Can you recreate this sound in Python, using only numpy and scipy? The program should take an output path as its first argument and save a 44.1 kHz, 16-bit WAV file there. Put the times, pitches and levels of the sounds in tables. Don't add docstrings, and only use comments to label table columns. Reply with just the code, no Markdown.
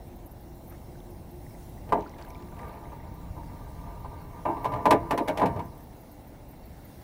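import sys
import numpy as np
from scipy import signal
from scipy.fft import rfft, irfft, next_fast_len
from scipy.io import wavfile
from scipy.ndimage import uniform_filter1d, map_coordinates

SR = 44100
rng = np.random.default_rng(int(sys.argv[2]) if len(sys.argv) > 2 else 0)


def natural_amplitude(level_db):
    exponent = np.asarray(level_db, float) / 20
    return 10 ** exponent


def dump(signal):
    limited = np.clip(np.atleast_2d(signal).T, -1, 1)
    pcm = np.round(limited * 32767).astype(np.int16)
    wavfile.write(sys.argv[1], SR, pcm)


N = 310023

# pitch_hz, level_db, t60_s
HULL_MODES = [(82, -35, 0.42), (119.7, -12.5, 0.76), (185.5, -5, 0.48), (236.5, -15, 0.63),
              (286.6, -1, 0.21), (342.3, -7.5, 0.38), (421.5, -8, 0.46), (462.8, -8.5, 0.53),
              (509.7, -9.5, 0.16), (618.3, -1.5, 0.23), (688.6, 0.5, 0.32), (711, -1.5, 0.06),
              (805, -2.5, 0.23), (860.7, 4, 0.16), (920, 0, 0.44), (946, 5.5, 0.16), (1000, 1, 0.33),
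              (1081, -8, 0.19), (1153, 2.5, 0.093), (1198, 4, 0.13), (1568, -9.5, 0.25), (2010, -16, 0.091),
              (2230, -13, 0.16)]
# pitch_hz, level_db, t60_s
LESSER_MODES = [(62.6, -25, 0.45), (207, -17.5, 0.4), (271, -4.5, 0.51), (596, -10, 0.31), (1000, -9, 0.3),
                (1230, -24, 0.15), (1350, -16, 0.27), (2250, -16, 0.23), (2650, -28, 0.12),
                (2690, -19, 0.22), (3420, -33, 0.16), (4146, -29, 0.19)]
# start_s, level_db, crack_db (added to level_db), free_ring_s,
# favoured_hz, boom_db (weight of the low modes)
KNOCKS = [(1.89, -34, -21, 0.071, 586, -6), (1.922, -6, -34, 0.017, 850, -4),
          (1.945, -15.5, -61, 0.025, 715, -3), (1.972, -17.5, -63, 0.026, 600, -6),
          (2.183, -40, -14, 0.032, 640, -3), (2.211, -41, -13.5, 0.037, 815, -8),
          (2.589, -36, -21, 0.082, 860, -7), (2.919, -32.5, -34, 0.053, 850, -15),
          (3.366, -33.5, -38, 0.13, 1000, 3), (4.045, -29.5, -30, 0.05, 988, -15),
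          (4.453, -15, -38, 0.046, 742, -2.5), (4.488, -17.5, -50, 0.098, 895, 0.5),
          (4.568, -25, -34, 0.02, 840, -7), (4.644, -18, -25, 0.042, 950, -4),
          (4.653, -10, -34, 0.0096, 920, -16), (4.719, -22.5, -27, 0.025, 960, -8),
          (4.736, -20, -29, 0.015, 996, -16), (4.758, -21, -35, 0.016, 970, -10),
          (4.855, -5.5, -28, 0.029, 920, 0), (4.879, -12, -49, 0.034, 687, -13),
          (4.907, -5.5, -18.5, 0.02, 940, 3), (4.919, -6.5, -29, 0.049, 640, -6.5),
          (5.108, -12.5, -20, 0.021, 944, 3), (5.127, -15.5, -35, 0.037, 510, -5),
          (5.176, -16, -19, 0.034, 894, 1), (5.204, -16.5, -54, 0.026, 520, -2),
          (5.276, -18.5, -23, 0.027, 802, -6), (5.282, -15.5, -19, 0.048, 590, -4),
          (5.373, -18, -18, 0.062, 620, -7), (5.396, -18, -24.5, 0.025, 794, -6),
          (5.416, -9.5, -34, 0.04, 990, 4), (5.43, -11.5, -37, 0.039, 695, 1),
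          (5.457, -17, -22, 0.068, 693, 3.5), (5.561, -27.5, -27, 0.036, 478, 0),
          (5.592, -22.5, -27.5, 0.04, 950, -6)]
# pitch_hz, relative_db (per Hz)
CRACK_COLOUR = [(1500, 9.5), (2500, 5.5), (4500, -2), (7000, -8), (12000, -7), (15800, -15)]
# pitch_hz, relative_db (per Hz)
RATTLE_COLOUR = [(1300, -11), (2200, 10), (3200, 0), (4100, -2.5), (5500, -20), (8000, -28), (12500, -24),
                 (15800, -30)]
# time_s, level_db
RUB_LEVEL = [(1.7, -75), (1.85, -62), (1.94, -47), (2.07, -51.5), (2.52, -54.5), (2.64, -44), (2.8, -49.5),
             (2.95, -55), (3.75, -52.5), (4.44, -50), (4.48, -42), (4.6, -40.5), (4.7, -37), (4.812, -37.5),
             (4.946, -38), (5.06, -44.5), (5.176, -52), (5.326, -36.5), (5.47, -37), (5.56, -44),
             (5.638, -51), (5.8, -68), (6.2, -98)]
# peak_s, level_db, rise_s, fall_t60_s
LURCHES = [(4.75, -41, 0.09, 0.39), (4.94, -35.5, 0.057, 0.84), (5.15, -51, 0.047, 1.),
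           (5.33, -43, 0.028, 0.33), (5.44, -36, 0.024, 0.68), (5.55, -36.5, 0.08, 0.6)]
# pitch_hz, relative_db (per Hz)
LURCH_COLOUR = [(35, -35), (60, -9), (85, -1), (130, 3.5), (220, -6), (300, -31)]
# start_s, level_db, bubble_hz
DRIPS = [(0.9544, -47, 1520), (1.465, -42, 1920), (1.5075, -48, 2190), (1.5484, -43, 1980),
         (1.7775, -46, 1900), (2.0622, -35, 1350), (2.1375, -39, 2010), (2.2473, -41, 1573),
         (2.3052, -40, 2230), (2.354, -35.5, 2250), (2.5207, -46, 1430), (2.594, -37, 1930),
         (2.6299, -39, 1760), (2.8544, -42, 2060), (3.0021, -42, 1856), (3.433, -45, 1660)]
# start_s, level_db, centre_hz
SPLATS = [(1.003, -48, 3500), (1.091, -53, 1500), (1.181, -58, 1500), (1.306, -50, 4000),
          (2.0078, -44, 5800), (2.0756, -44, 4540), (2.095, -38, 5870), (2.155, -56, 3300),
          (2.1834, -49, 3930), (2.2244, -35, 4380), (2.2503, -45, 3800), (2.3038, -35, 5730),
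          (2.3476, -42, 3500), (2.4239, -43, 4440)]
# centre_s, level_db, half_length_s
SWISHES = [(0.73, -56.5, 0.036), (2.62, -58.5, 0.082), (2.755, -64, 0.099), (2.24, -59, 0.06)]
# time_s, level_db
WIND_LEVEL = [(0, -46.5), (.5, -44.5), (1.3, -46.5), (1.85, -41.5), (2.4, -45.5), (3.1, -42), (4.4, -43.5),
              (5.8, -47.5), (7.03, -48)]
# pitch_hz, relative_db (per Hz)
WIND_COLOUR = [(12, -46), (22, -9.5), (45, -2), (100, -6), (170, -9), (300, -36.5)]
# time_s, lapping_db, trickle_db
WATER_LEVEL = [(0, -49.5, -66), (.5, -51, -68), (.8, -49.5, -67), (1.05, -50, -67.5), (1.6, -50, -66),
               (2.1, -48.5, -64.5), (2.5, -50.5, -66), (3.25, -50.5, -64), (4.1, -52, -65),
               (5.8, -50.5, -66), (6.56, -51.5, -65.5), (7.03, -51.5, -63)]
# pitch_hz, relative_db (per Hz)
LAPPING_COLOUR = [(120, -44), (200, -1), (300, -1), (345, -4.5), (400, -9), (650, -7.5), (850, -9),
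                  (1100, -19.5), (1500, -40)]
# pitch_hz, relative_db (per Hz)
TRICKLE_COLOUR = [(900, -23), (1200, 0), (2200, 0.5), (2550, -7), (2750, -3.5), (3200, -13), (4000, -5.5),
                  (5000, -18)]
# start_s, level_db, pitch_hz
TICKS = [(0.07, -62, 12600), (0.258, -54.5, 13000), (0.31, -58, 12700), (0.5457, -63, 12650),
         (0.671, -57, 13400), (0.6943, -54.5, 12900), (1.1, -60, 12700), (1.306, -60, 12600),
         (2.297, -63, 11700), (2.678, -61, 12800), (3.1388, -61, 13600), (3.9938, -60, 13700),
         (4.21, -62, 13700), (4.6289, -58, 13700), (5.134, -57, 13800), (5.648, -61, 13700),
         (5.773, -59, 13400), (5.8292, -60, 13600), (6.006, -59, 13900), (6.112, -57, 12600),
         (6.2687, -59, 13700), (6.4837, -59, 13700), (6.506, -58, 13500), (6.6518, -58, 13600),
         (6.8453, -57, 13600)]
# pitch_hz, level_db
INSECT = [(2740, -78), (5485, -79.5)]
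# start_s, peak_db, start_hz, end_hz, length_s
CHIRPS = [(3.955, -87, 5300, 5050, .035), (4.025, -72, 4580, 4050, 0.051), (4.175, -69, 4680, 4000, .055),
          (6.625, -67, 4600, 4300, .04)]
# time_s, level_db
DRONE_LEVEL = [(0, -55.5), (.6, -60), (1.1, -49), (1.5, -59), (2.4, -54), (3, -80), (7.03, -73)]
# pitch_hz, relative_db (per Hz)
DRONE_COLOUR = [(325, -3), (340, -12), (352, 8), (368, -12)]
# pitch_hz, relative_db (per Hz)
HISS_COLOUR = [(3000, 0.5), (4500, -0.5), (5500, 2), (7500, -1.5), (9500, 1.5), (11000, 0.5), (12000, 1.5),
               (13700, 3.5), (14800, 2.5), (15800, 4)]
# pitch_hz, level_db
FLICKER = [(1850, -97), (4000, -89), (5560, -85), (11000, -79), (13750, -86)]

BOOM_HZ, CLANG_HZ = 400, 1250
TOP_HZ = 15870
CREST_DB = 11
DULLING_DB = 9.5
BOOM_RISE_S = 0.0027
CLANG_FADE_S = 0.26
KNOCK_CLANG_DB, CLANG_PER_CRACK = 16, 0.39
RUB_BOOM_DB, RUB_CLANG_DB = 0.5, -4.5
RUB_DULLING = 0.15
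INSECT_RATE, INSECT_START_S, INSECT_ON = 9.95, 0.066, 0.6
WHINE_HZ, WHINE_PULSES = 15478, 57.334


def knocks(modes, part, hz):
    out, t = np.zeros(N), np.arange(SR // 4) / SR
    for s, db, crack_db, free_s, favoured_hz, boom_db in KNOCKS:
        chatter = rng.standard_normal((3, len(t)))
        luck = rng.standard_normal((2, len(hz)))
        octave_like = np.log(hz / favoured_hz)
        near = np.exp(-(octave_like / 0.19) ** 2)
        spot_db = 6.7 * near + 3.84 * luck[0] - DULLING_DB * np.clip(octave_like, 0, 0.6)
        spot = natural_amplitude(spot_db) * np.sign(luck[1] + 3 * near)
        force = 0.036 * chatter[0] * np.exp(-t / 0.056) + np.exp(-t / 0.00023)
        ring = parts(modes[:, :len(t)], part, spot)
        low, mid, high = signal.fftconvolve(ring, force[None], axes=1)[:, :len(t)]
        size = natural_amplitude(db - CREST_DB) / np.sqrt(np.mean(mid[:SR // 40] ** 2))
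        boom = natural_amplitude(boom_db) * (1 - np.exp(-t / BOOM_RISE_S)) * low
        clang = natural_amplitude(KNOCK_CLANG_DB + CLANG_PER_CRACK * crack_db) * high * np.exp(-t / CLANG_FADE_S)
        contact_gain = 0.33 + 0.65 * np.exp(-(t / free_s) ** 4)
        fade_out = np.cos(np.pi / 2 * t / t[-1])
        add(out, s, size * contact_gain * fade_out * (boom + mid + clang))
        crack = np.exp(-t / 0.012) * coloured(chatter[1], CRACK_COLOUR)
        rattle = 0.41 * np.exp(-(t / 0.024) ** 2.0) * coloured(chatter[2], RATTLE_COLOUR)
        add(out, s, natural_amplitude(db + crack_db) * (1 - np.exp(-t / 0.00076)) * (crack + rattle))
    return out


def rub(modes, part, hz):
    rub_db = curves(RUB_LEVEL)[0]
    grit = rng.standard_normal(N) * natural_amplitude(rub_db + 2.36 * wobble(25) + 2.1 * wobble(300))
    ring = parts(modes, part, (-1) ** np.arange(len(part)))
    low, mid, high = signal.fftconvolve(ring, grit[None], axes=1)[:, :N] / np.linalg.norm(ring[1])
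    clang_db = RUB_CLANG_DB - RUB_DULLING * (rub_db - np.median(rub_db))
    return natural_amplitude(RUB_BOOM_DB) * low + mid + natural_amplitude(clang_db) * high


def hull_modes():
    knots, lesser_db, lesser_t60 = np.transpose(LESSER_MODES)
    lesser = np.sort(rng.uniform(knots[0], knots[-1], size=150))
    crowd = np.c_[lesser, np.interp(lesser, knots, lesser_db), np.interp(lesser, knots, lesser_t60)]
    hz, db, t60 = np.transpose(np.vstack([HULL_MODES, crowd]))[:, :, None]
    t = np.arange(SR // 3) / SR
    decay = natural_amplitude(db - 60 * t / t60)
    build_up = 1 - np.exp(-t * hz / 2.25)
    modes = decay * build_up * np.sin(2 * np.pi * hz * t)
    return modes, np.digitize(hz[:, 0], [BOOM_HZ, CLANG_HZ]), hz[:, 0]


def parts(modes, part, weight):
    return np.array([(weight * (part == k)) @ modes for k in range(3)])


def rocking():
    t = np.arange(N) / SR
    swell = np.zeros(N)
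    for s, db, rise, t60 in LURCHES:
        fall = natural_amplitude(db - 60 * np.clip(t - s, 0, 9) / t60)
        swell += fall * np.exp(-(np.clip(s - t, 0, 9) / rise) ** 2)
    return swell * coloured(rng.standard_normal(N), LURCH_COLOUR)


def drips():
    out, t = np.zeros(N), np.arange(SR // 20) / SR
    draw = rng.random((110, 3))
    small = np.c_[2.0 + 2.3 * draw[:, 0] ** 1.8, -60 + 9 * draw[:, 1], 1000 * 5 ** draw[:, 2]]
    for s, db, hz in [*DRIPS, *small]:
        life = 4.7 / hz
        phase = 2 * np.pi * hz * (t + 0.014 * t ** 2 / life)
        add(out, s, natural_amplitude(db) * (1 - np.exp(-t / 0.0011)) * np.exp(-t / life) * np.sin(phase))
    return out


def splats():
    out, t = np.zeros(N), np.arange(SR // 100) / SR
    draw = rng.random((70, 3))
    light = np.c_[2.0 + 0.9 * draw[:, 0] ** 1.8, -56 + 10 * draw[:, 1], 1500 * 4.2 ** draw[:, 2]]
    for s, db, hz in [*SPLATS, *light]:
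        spray = 0.5 * coloured(rng.standard_normal(len(t)), [(0.4 * hz, -20), (hz, 0), (2 * hz, -12)])
        envelope = (1 - np.exp(-t / 0.00037)) * np.exp(-t * hz / 3)
        add(out, s, natural_amplitude(db) * envelope * (np.sin(2 * np.pi * hz * t) + spray))
    return out


def swishes():
    t = np.arange(N) / SR
    swell = sum(natural_amplitude(db) * np.exp(-((t - s) / half) ** 2) for s, db, half in SWISHES)
    grains = rng.standard_normal(N) * natural_amplitude(3.0 * wobble(200))
    return swell * coloured(grains, [(700, -22), (1000, 9), (2300, 1), (3000, -12), (14000, -24)])


def river():
    lapping_db, trickle_db = curves(WATER_LEVEL)
    lapping = natural_amplitude(lapping_db + 0.32 * wobble(5.3)) * rush(LAPPING_COLOUR, patchy_db=-0.6)
    trickle = natural_amplitude(trickle_db + 0.35 * wobble(23)) * rush(TRICKLE_COLOUR, patchy_db=2.0)
    return lapping + trickle


def wind():
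    return natural_amplitude(curves(WIND_LEVEL)[0] + 1.18 * wobble(4)) * rush(WIND_COLOUR, patchy_db=1.1)


def ticks():
    out, t = np.zeros(N), np.arange(SR // 10) / SR
    draw = rng.random((8, 2))
    faint = np.c_[draw[:, 0] * N / SR, np.full(len(draw), -61.5), 11500 + 2400 * draw[:, 1]]
    shape = (1 - np.exp(-t / 0.0018)) * np.exp(-(t / 0.018) ** 4)
    for s, db, hz in [*TICKS, *faint]:
        band = [(0.69 * hz, -20), (1.0 * hz, -6), (hz, 0), (1.08 * hz, -6), (min(1.15 * hz, TOP_HZ), -22)]
        add(out, s, natural_amplitude(db) * shape * coloured(rng.standard_normal(len(t)), band))
    return out


def insect():
    t = np.arange(N) / SR
    on = (t - INSECT_START_S) * INSECT_RATE % 1 < INSECT_ON
    gate = uniform_filter1d(1. * on, size=400)
    drift = 1.6 * wobble(40)
    tones = sum(natural_amplitude(db) * np.sin(2 * np.pi * hz * t + drift) for hz, db in INSECT)
    return gate * natural_amplitude(1.1 * wobble(4.2)) * tones


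def bird():
    out = np.zeros(N)
    for s, db, start_hz, end_hz, length in CHIRPS:
        u = np.linspace(0, 1, round(length * SR))
        pitch = start_hz + (end_hz - start_hz) * u ** 1.5
        envelope = np.sqrt(np.sin(np.pi * u) + 1e-9)
        add(out, s, natural_amplitude(db) * envelope * np.sin(2 * np.pi * np.cumsum(pitch) / SR))
    return out


def drone():
    return natural_amplitude(curves(DRONE_LEVEL)[0]) * coloured(rng.standard_normal(N), DRONE_COLOUR)


def hiss():
    return natural_amplitude(-65 + 1.2 * wobble(3.05)) * rush(HISS_COLOUR, patchy_db=2.3)


def flicker():
    t = np.arange(N) / SR
    out = np.zeros(N)
    for hz, db in FLICKER:
        out += natural_amplitude(db + 3.2 * wobble(35)) * np.sin(2 * np.pi * hz * t + 2.5 * wobble(150))
    return out


def whine():
    t = np.arange(N) / SR
    gate = np.abs(t * WHINE_PULSES % 1 - 0.5) > 0.18
    return natural_amplitude(-65.0) * uniform_filter1d(gate * 1., size=60) * np.sin(2 * np.pi * WHINE_HZ * t)


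def unit(x):
    return x / np.sqrt(np.mean(x ** 2) + 1e-20)


def curves(rows):
    s, *cols = np.transpose(rows)
    return [np.interp(np.arange(N) / SR, s, c) for c in cols]


def wobble(rate):
    knots = rng.standard_normal(int(N * rate / SR) + 4)
    return map_coordinates(knots, [np.arange(N) * rate / SR])


def coloured(x, spectrum):
    m = next_fast_len(len(x) + 8192)
    hz, db = np.transpose(spectrum)
    log_hz = np.log(np.fft.rfftfreq(m, 1 / SR) + 1)
    gain = natural_amplitude(np.interp(log_hz, np.log(hz), db, left=-120, right=-120))
    return unit(irfft(rfft(x, m) * gain, m)[:len(x)])


def rush(spectrum, patchy_db):
    z = signal.stft(rng.standard_normal(N + 512), nperseg=512)[2]
    field = uniform_filter1d(rng.standard_normal(z.shape), size=5, axis=0)
    field = uniform_filter1d(field, size=8, axis=1)
    patchy = signal.istft(z * natural_amplitude(patchy_db * unit(field)), nperseg=512)[1][:N]
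    return coloured(patchy, spectrum)


def add(track, s, sound):
    part = track[round(s * SR):][:len(sound)]
    part += sound[:len(part)]


def scene():
    hull = hull_modes()
    boat = knocks(*hull) + rub(*hull) + rocking()
    water = drips() + splats() + swishes() + river()
    bank = insect() + bird()
    background = wind() + ticks() + drone() + hiss() + flicker() + whine()
    return (boat + water + bank + background)[None]


def band_limit(x):
    return signal.sosfilt(signal.butter(12, 16630, fs=SR, output="sos"), x)


def record(dry):
    soft = dry / (1 + np.abs(dry / 0.55) ** 3) ** (1 / 3)
    limited = signal.sosfilt(signal.butter(12, TOP_HZ, fs=SR, output="sos"), soft)
    return band_limit(limited)


dry = scene()
out = record(dry)
dump(out)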